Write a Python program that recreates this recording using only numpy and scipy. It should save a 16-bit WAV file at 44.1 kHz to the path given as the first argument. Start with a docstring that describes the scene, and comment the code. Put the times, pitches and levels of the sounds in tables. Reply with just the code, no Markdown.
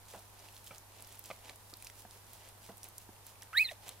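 """Wet licking, close by: a mother dog grooms her newborn puppy in a quiet room with a low mains hum.
Her tongue rasps through wet fur in swells of tiny clicks, saliva films snap and ring,
and her mouth closes with soft, dull smacks that sound its cavity.
Near the end the puppy gives one high squeak, a harmonic tone that rises and falls."""
import sys
import numpy as np
from scipy import signal
from scipy.fft import rfft, irfft
from scipy.io import wavfile

SR = 44100
rng = np.random.default_rng(int(sys.argv[2]) if len(sys.argv) > 2 else 0)


def to_wav(sig):
    """Store sig (one row per channel, or 1-D mono) as 16-bit WAV at the path in sys.argv[1].

    Samples outside -1..1 are clipped; the rate is SR.
    """
    pcm = np.clip(np.atleast_2d(sig), -1, 1) * 32767
    pcm = np.round(pcm).astype(np.int16)
    wavfile.write(sys.argv[1], SR, pcm.T)  # frames by channels


N = 176400
T = np.arange(N) / SR
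HZ = np.maximum(np.fft.rfftfreq(N, 1 / SR), 1)
CUTOFF_HZ = 15750

# room noise spectrum: freq_hz, gain_db
AIR_SPECTRUM = [(20, -1.5), (70, -3.5), (125, -5.5), (200, -10), (350, -8.5), (600, -7.5), (900, -7),
                (1300, -10.5), (2500, -14.5), (5000, -16), (7500, -16.5), (10000, -12.5), (12000, -15.5),
                (13600, -12), (15200, -20), (16000, -32)]
# room noise, left against right: freq_hz, correlation
AIR_CORRELATION = [(30, 0.1), (100, 0.75), (300, 0.37), (900, 0.72), (2000, 0), (5000, 0), (10000, -.25),
                   (15000, -.3)]
# mains hum and faint motor tones: freq_hz, level_db
HUM_TONES = [(50, -73.5), (75, -79), (100, -65), (200, -83), (825, -78), (905, -78), (998, -79.5)]
# squeak contour: time_s, pitch_hz
SQUEAK_CONTOUR = [(3.53, 1200), (3.548, 1506), (3.566, 1830), (3.578, 1927), (3.596, 2347), (3.61, 2520),
                  (3.629, 2576), (3.638, 2407), (3.646, 2125), (3.662, 2018), (3.684, 1743), (3.696, 1950),
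                  (3.706, 1810)]
# squeak fundamental: time_s, level_db
FUNDAMENTAL_ENVELOPE = [(3.529, -57), (3.542, -43), (3.566, -35), (3.578, -32.5), (3.598, -25), (3.63, -29),
                        (3.637, -43), (3.65, -51), (3.674, -56), (3.684, -64), (3.698, -46), (3.708, -57)]
# squeak octave: time_s, level_db
OCTAVE_ENVELOPE = [(3.529, -60), (3.568, -55), (3.57, -32.5), (3.577, -28.5), (3.585, -25), (3.594, -49),
                   (3.615, -63.5), (3.637, -59), (3.65, -37.5), (3.664, -37.5), (3.682, -51), (3.697, -45),
                   (3.708, -63)]
# harmonics above the octave, relative to the voice: freq_hz, gain_db
OVERTONE_SPECTRUM = [(4000, -36), (5500, -39), (7800, -28), (10000, -27), (12500, -30), (14300, -19),
                     (16000, -27)]
# voice rasp: time_s, level_db
RASP_ENVELOPE = [(3.528, -66), (3.565, -55), (3.574, -42.5), (3.62, -46.5), (3.66, -56.5), (3.695, -57),
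                 (3.712, -61)]
# voice rasp: freq_hz, gain_db
RASP_SPECTRUM = [(600, -9.5), (1200, -19), (2300, 8), (3100, -3), (4200, 3), (5500, -11), (9000, -1.5),
                 (12000, -3), (14600, 2), (16000, -20)]
# voice breaks at both ends of the squeak: start_s, length_s, start_hz, end_hz, level_db
BREAK_CHIRPS = [(3.534, 0.0096, 2200, 1790, -48), (3.545, 0.017, 1400, 1080, -48),
                (3.687, 0.0082, 3070, 2320, -38), (3.711, 0.019, 780, 520, -43.5)]
# saliva ticks: start_s, level_db, ring_hz
SALIVA_TICKS = [(0.085, -41.5, 6800), (.114, -44, 6000), (.181, -51, 3900), (.1915, -42, 10000),
                (.3925, -43, 5500), (.487, -44.5, 2750), (.566, -41, 3920), (.644, -42, 11000),
                (0.667, -46, 8700), (.6725, -41, 3340), (0.748, -44, 4720), (0.7822, -36, 6650),
                (1.0055, -42, 9900), (1.0235, -33, 9900), (1.0473, -43, 5440), (1.073, -38, 12200),
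                (1.115, -48, 3360), (1.1246, -41, 8200), (1.156, -43, 9500), (1.1927, -30.5, 12400),
                (1.2404, -37.5, 7950), (1.249, -46, 2900), (1.258, -36, 7540), (1.3035, -54, 3320),
                (1.3121, -39, 2400), (1.4945, -36.5, 2320), (1.4967, -39, 4200), (1.559, -39, 9000),
                (1.699, -45, 5400), (1.7386, -33.5, 4600), (1.7699, -38, 12000), (1.8246, -43.5, 2440),
                (1.824, -34.5, 9900), (1.8467, -34.5, 7760), (1.851, -44, 5230), (1.856, -42, 13000),
                (1.8685, -40.5, 2540), (1.8706, -34, 5300), (1.8995, -44.5, 2050), (1.9, -39.5, 5800),
                (2.11, -42.5, 5000), (2.333, -35.5, 12200), (2.4502, -49, 3180), (2.4882, -40, 8850),
                (2.7717, -39, 12000), (2.78, -38, 9000), (2.832, -33.5, 5700), (2.842, -31, 10100),
                (2.887, -36, 12400), (2.9816, -28.5, 8750), (3.2666, -33, 11200), (3.4219, -36, 5670),
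                (3.426, -43.5, 1860), (3.432, -37.5, 8500), (3.5315, -40, 1480), (3.713, -38, 2100),
                (3.882, -32.5, 7760), (3.8915, -33.5, 3780), (3.8917, -28.5, 8600)]
# mouth smacks: start_s, level_db, squelch_decay_s, pitch_ratio, hardness_ratio
MOUTH_SMACKS = [(.1385, -40, 0.0056, 0.82, 0.64), (.1465, -38, 0.023, 1.16, 0.63),
                (.708, -43, 0.03, 1.03, 1.4), (1.3025, -35, 0.0051, 0.99, 1.7),
                (1.3064, -34, 0.0044, 0.97, 1.16), (1.3119, -34.5, 0.0042, .97, 1.9),
                (1.495, -46.5, 0.013, 0.82, 1.5), (1.731, -47, 0.0066, 0.55, 0.71),
                (2.051, -39.5, 0.0026, 1.27, 0.51), (2.159, -48.5, 0.0087, 0.74, 0.7),
                (2.6897, -41, 0.0089, 0.86, 0.64), (2.696, -36.5, 0.013, 1.21, 0.44),
                (2.7205, -35, 0.0022, 0.92, 0.25), (2.858, -45, 0.0044, 1.27, 0.77),
                (3.0905, -36, 0.0009, 1.28, .45), (3.091, -41, 0.0031, 0.54, 0.26)]
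# mouth cavity resonances: freq_hz, gain_db, t60_s
MOUTH_MODES = [(169, -18.5, 0.047), (343, -18.5, .013), (580, -8.5, 0.024), (690, -15.5, 0.02),
               (1220, -9.5, 0.014), (2240, -5, 0.0071)]
# tongue strokes: peak_s, swell_s, fade_s, level_db, tilt_db_per_octave
TONGUE_STROKES = [(.10, 0.023, 0.11, -54.5, 2), (.44, 0.079, 0.041, -57, -1.5),
                  (.57, 0.057, 0.038, -55.5, 3.5), (.675, 0.023, 0.017, -49.5, 3.5),
                  (.74, 0.028, 0.042, -56, 2), (1.0, 0.073, 0.067, -57.5, -1),
                  (1.12, 0.036, 0.088, -56.5, 1.5), (1.26, 0.019, 0.09, -53.5, 2),
                  (1.485, 0.054, 0.042, -52.5, -2), (1.71, 0.089, 0.015, -58.5, 5),
                  (1.85, 0.062, 0.056, -56.5, 1.5), (1.99, 0.032, .04, -53, 4),
                  (2.125, 0.019, 0.054, -55.5, 3), (2.35, 0.071, 0.034, -57.5, 4),
                  (2.48, 0.11, 0.033, -57.5, -2), (2.67, .05, .04, -54.5, 2.5), (2.85, 0.018, .03, -55, 1),
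                  (3.0, 0.041, 0.03, -55, 4.5), (3.28, .025, 0.043, -56, 2.5),
                  (3.428, 0.01, .02, -58, -1.5), (3.715, 0.011, 0.015, -50.5, 0),
                  (3.886, 0.048, 0.043, -50, -1.5)]
# wet fur under the tongue: freq_hz, gain_db
FUR_SPECTRUM = [(150, -6), (400, -1), (750, 8), (1300, -3), (2600, 3.5), (4500, 1.5), (7000, 0),
                (10000, -1), (15500, -5)]


def from_db(db):
    """Decibels to gain."""
    return 10 ** (np.asarray(db) / 20)


def unit_rms(x):
    """Scale to unit power."""
    return x / np.sqrt(np.mean(x ** 2) + 1e-20)


def at_hz(table):
    """Table interpolated over log frequency at every FFT bin."""
    hz, value = np.transpose(table)
    return np.interp(np.log(HZ), np.log(hz), value)


def colour(x, spectrum, tilt_db_per_octave=0):
    """Apply a spectrum, tilted above 500 Hz; unit power."""
    gain_db = at_hz(spectrum) + tilt_db_per_octave * np.log2(np.maximum(HZ, 500) / 3000)
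    return unit_rms(irfft(rfft(x) * from_db(gain_db), N))


def lowpass(x, hz):
    """Second-order treble roll-off."""
    return signal.sosfilt(signal.butter(2, min(hz, .45 * SR), fs=SR, output="sos"), x + 1e-18)


def envelope(table):
    """Gain over time; silent outside the table."""
    return from_db(np.interp(T, *np.transpose(table), left=-np.inf, right=-np.inf))


def flutter(depth_db):
    """Quick random wavering of level."""
    return from_db(depth_db * unit_rms(lowpass(rng.standard_normal(N), hz=88.4)))


def pan(left_minus_right_db):
    """Left and right gains."""
    return from_db(np.array([[1], [-1]]) * left_minus_right_db / 2)


def place(x, pan_db, lag_s):
    """A source on the right reaches the left side later and softer."""
    left, right = x * pan(pan_db)
    return np.array([irfft(rfft(left) * np.exp(-2j * np.pi * HZ * lag_s), N), right])


def widen(pair, correlation):
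    """Two independent signals to partly correlated stereo."""
    mid, side = pair
    return np.sqrt(1 + correlation) * mid + np.sqrt(1 - correlation) * side * np.array([[1], [-1]])


def add(out, start_s, sound):
    """Mix in a short sound."""
    i = int(start_s * SR)
    out[i:i + len(sound)] += sound[:N - i]


def background(air_db=-58.5):
    """Steady room noise, mains hum and faint motor tones."""
    air = irfft(widen(rfft(rng.standard_normal((2, N))), at_hz(AIR_CORRELATION)), N)
    hum = sum(np.sqrt(2) * from_db(db) * np.sin(2 * np.pi * (hz * T + rng.random()))
              for hz, db in HUM_TONES)
    return (from_db(air_db) * colour(air, AIR_SPECTRUM) + hum) * pan(-1)


def room_reverb(x, t60_s=0.25, gain_db=-18):
    """Short, faint tail of a softly furnished room."""
    t = T[:SR // 2]
    tail = lowpass(rng.standard_normal((2, len(t))), hz=6900) * np.exp(-np.log(1000) * t / t60_s)
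    return from_db(gain_db) * signal.fftconvolve(x, unit_rms(tail) / np.sqrt(len(t)), axes=1)[:, :N]


def puppy_squeak(gain_db=0.5, pan_db=-3, jitter_ratio=0.0069):
    """Gliding voice: strong octave, faint overtones, a little rasp, brief breaks."""
    jitter = jitter_ratio * unit_rms(lowpass(rng.standard_normal(N), hz=500))
    pitch_hz = np.interp(T, *np.transpose(SQUEAK_CONTOUR)) * (1 + jitter)
    phase = 2 * np.pi * np.cumsum(pitch_hz) / SR
    fundamental, octave = envelope(FUNDAMENTAL_ENVELOPE), envelope(OCTAVE_ENVELOPE)
    voice = flutter(depth_db=1.5) * (fundamental * np.sin(phase) + octave * np.sin(2 * phase))
    effort = np.hypot(fundamental, octave)
    overtone_drive = effort.max() * (effort / effort.max()) ** 1.05
    for k in range(3, 9):
        hz = k * pitch_hz
        gain = from_db(np.interp(hz, *np.transpose(OVERTONE_SPECTRUM))) * (hz < CUTOFF_HZ)
        voice += overtone_drive * flutter(depth_db=3.5) * gain * np.sin(k * phase)
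    voice *= np.sqrt(2) * from_db(gain_db)
    for start_s, length_s, start_hz, end_hz, level_db in BREAK_CHIRPS:
        glide_hz = np.linspace(start_hz, end_hz, int(length_s * SR))
        chirp = np.sin(2 * np.pi * np.cumsum(glide_hz) / SR)
        add(voice, start_s, from_db(level_db) * signal.windows.tukey(len(chirp), .7) * chirp)
    noise = widen(rng.standard_normal((2, N)), correlation=.15)
    rasp = envelope(RASP_ENVELOPE) * colour(noise, RASP_SPECTRUM)
    return place(voice, pan_db, lag_s=42e-6) + rasp * pan(pan_db)


def film_snap(level_db, ring_hz, ring_q=6.3, upper_db=-8, crack_db=-11, crack_decay_s=0.0027):
    """A saliva film snaps: tiny crack, brief ring, higher the smaller the film."""
    t = T[:SR // 50]
    upper_hz = min(1.59 * ring_hz, 0.85 * CUTOFF_HZ)
    ring = np.sin(2 * np.pi * ring_hz * t) + from_db(upper_db) * np.sin(2 * np.pi * upper_hz * t)
    ring *= np.exp(-np.pi * t * ring_hz / ring_q)
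    crack = from_db(crack_db) * rng.standard_normal(len(t)) * np.exp(-t / crack_decay_s)
    highpass = signal.butter(2, 0.82 * ring_hz, "high", fs=SR, output="sos")
    return from_db(level_db) * lowpass(signal.sosfilt(highpass, ring + crack), 2.8 * ring_hz)


def saliva_ticks(gain_db=3.5, crackle_per_s=41, crackle_db=-50.5, spread_db=11.5):
    """Clear film snaps over a faint random crackle of weaker ones."""
    out = np.zeros(N)
    for start_s, level_db, ring_hz in SALIVA_TICKS:
        add(out, start_s, film_snap(level_db, ring_hz))
    low_hz, high_hz, candidates = 2490, 13400, 300
    for when, softness, pitch, chance in rng.random((candidates, 4)):
        snap = film_snap(crackle_db - spread_db * softness, low_hz * (high_hz / low_hz) ** pitch)
        if chance < crackle_per_s * T[-1] / candidates:
            add(out, when * T[-1], snap)
    return from_db(gain_db) * out


def mouth_smacks(gain_db=-0.5, squelch_db=-18.5, top_hz=2020):
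    """A soft tongue slap and squelch ring the mouth cavity, sized anew for each smack."""
    out, t = np.zeros(N), T[:SR // 8]
    for start_s, level_db, squelch_decay_s, pitch_ratio, hardness_ratio in MOUTH_SMACKS:
        contact = from_db(squelch_db) * rng.standard_normal(len(t)) * np.exp(-t / squelch_decay_s)
        contact[0] = 1  # the slap
        cavity = sum(from_db(db) * np.cos(2 * np.pi * hz * pitch_ratio * t)
                     * np.exp(-np.log(1000) * t / t60_s) for hz, db, t60_s in MOUTH_MODES)
        smack = lowpass(signal.fftconvolve(contact, cavity), hardness_ratio * top_hz)
        add(out, start_s, from_db(level_db + gain_db) * smack)
    return out


def hair_flicks(rate_per_s=2500, spread_db=4.5):
    """Wet hairs flick off the tongue: tiny uneven clicks, two independent rows."""
    size = from_db(spread_db * np.minimum(rng.exponential(1, (2, N)), 4))
    sign = rng.choice([-1, 1], (2, N))
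    return unit_rms(size * sign * (rng.random((2, N)) < rate_per_s / SR))


def tongue_licks(gain_db=-2, hiss_ratio=0.59):
    """Hair flicks and smooth hiss swell and fade with each stroke through the fur."""
    fur = widen(hair_flicks() + hiss_ratio * rng.standard_normal((2, N)), correlation=0.73)
    fur *= flutter(depth_db=1.8)
    out = np.zeros((2, N))
    for peak_s, swell_s, fade_s, level_db, tilt_db_per_octave in TONGUE_STROKES:
        width_s = np.where(T < peak_s, swell_s, fade_s)
        stroke = np.exp(-.7 * ((T - peak_s) / width_s) ** 2)
        out += from_db(level_db + gain_db) * stroke * colour(fur, FUR_SPECTRUM, tilt_db_per_octave)
    return out


def scene(puppy_send_db=-10):
    """Mother and puppy, slightly to the right in the quiet room."""
    mother = place(saliva_ticks() + mouth_smacks() + tongue_licks(), pan_db=-2.1, lag_s=22e-6)
    puppy = puppy_squeak()
    return mother + puppy + room_reverb(mother + from_db(puppy_send_db) * puppy) + background()


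def record(dry):
    """Steep treble cut."""
    return signal.sosfilt(signal.ellip(10, .1, 70, CUTOFF_HZ, fs=SR, output="sos"), dry)


dry = scene()
out = record(dry)
to_wav(out)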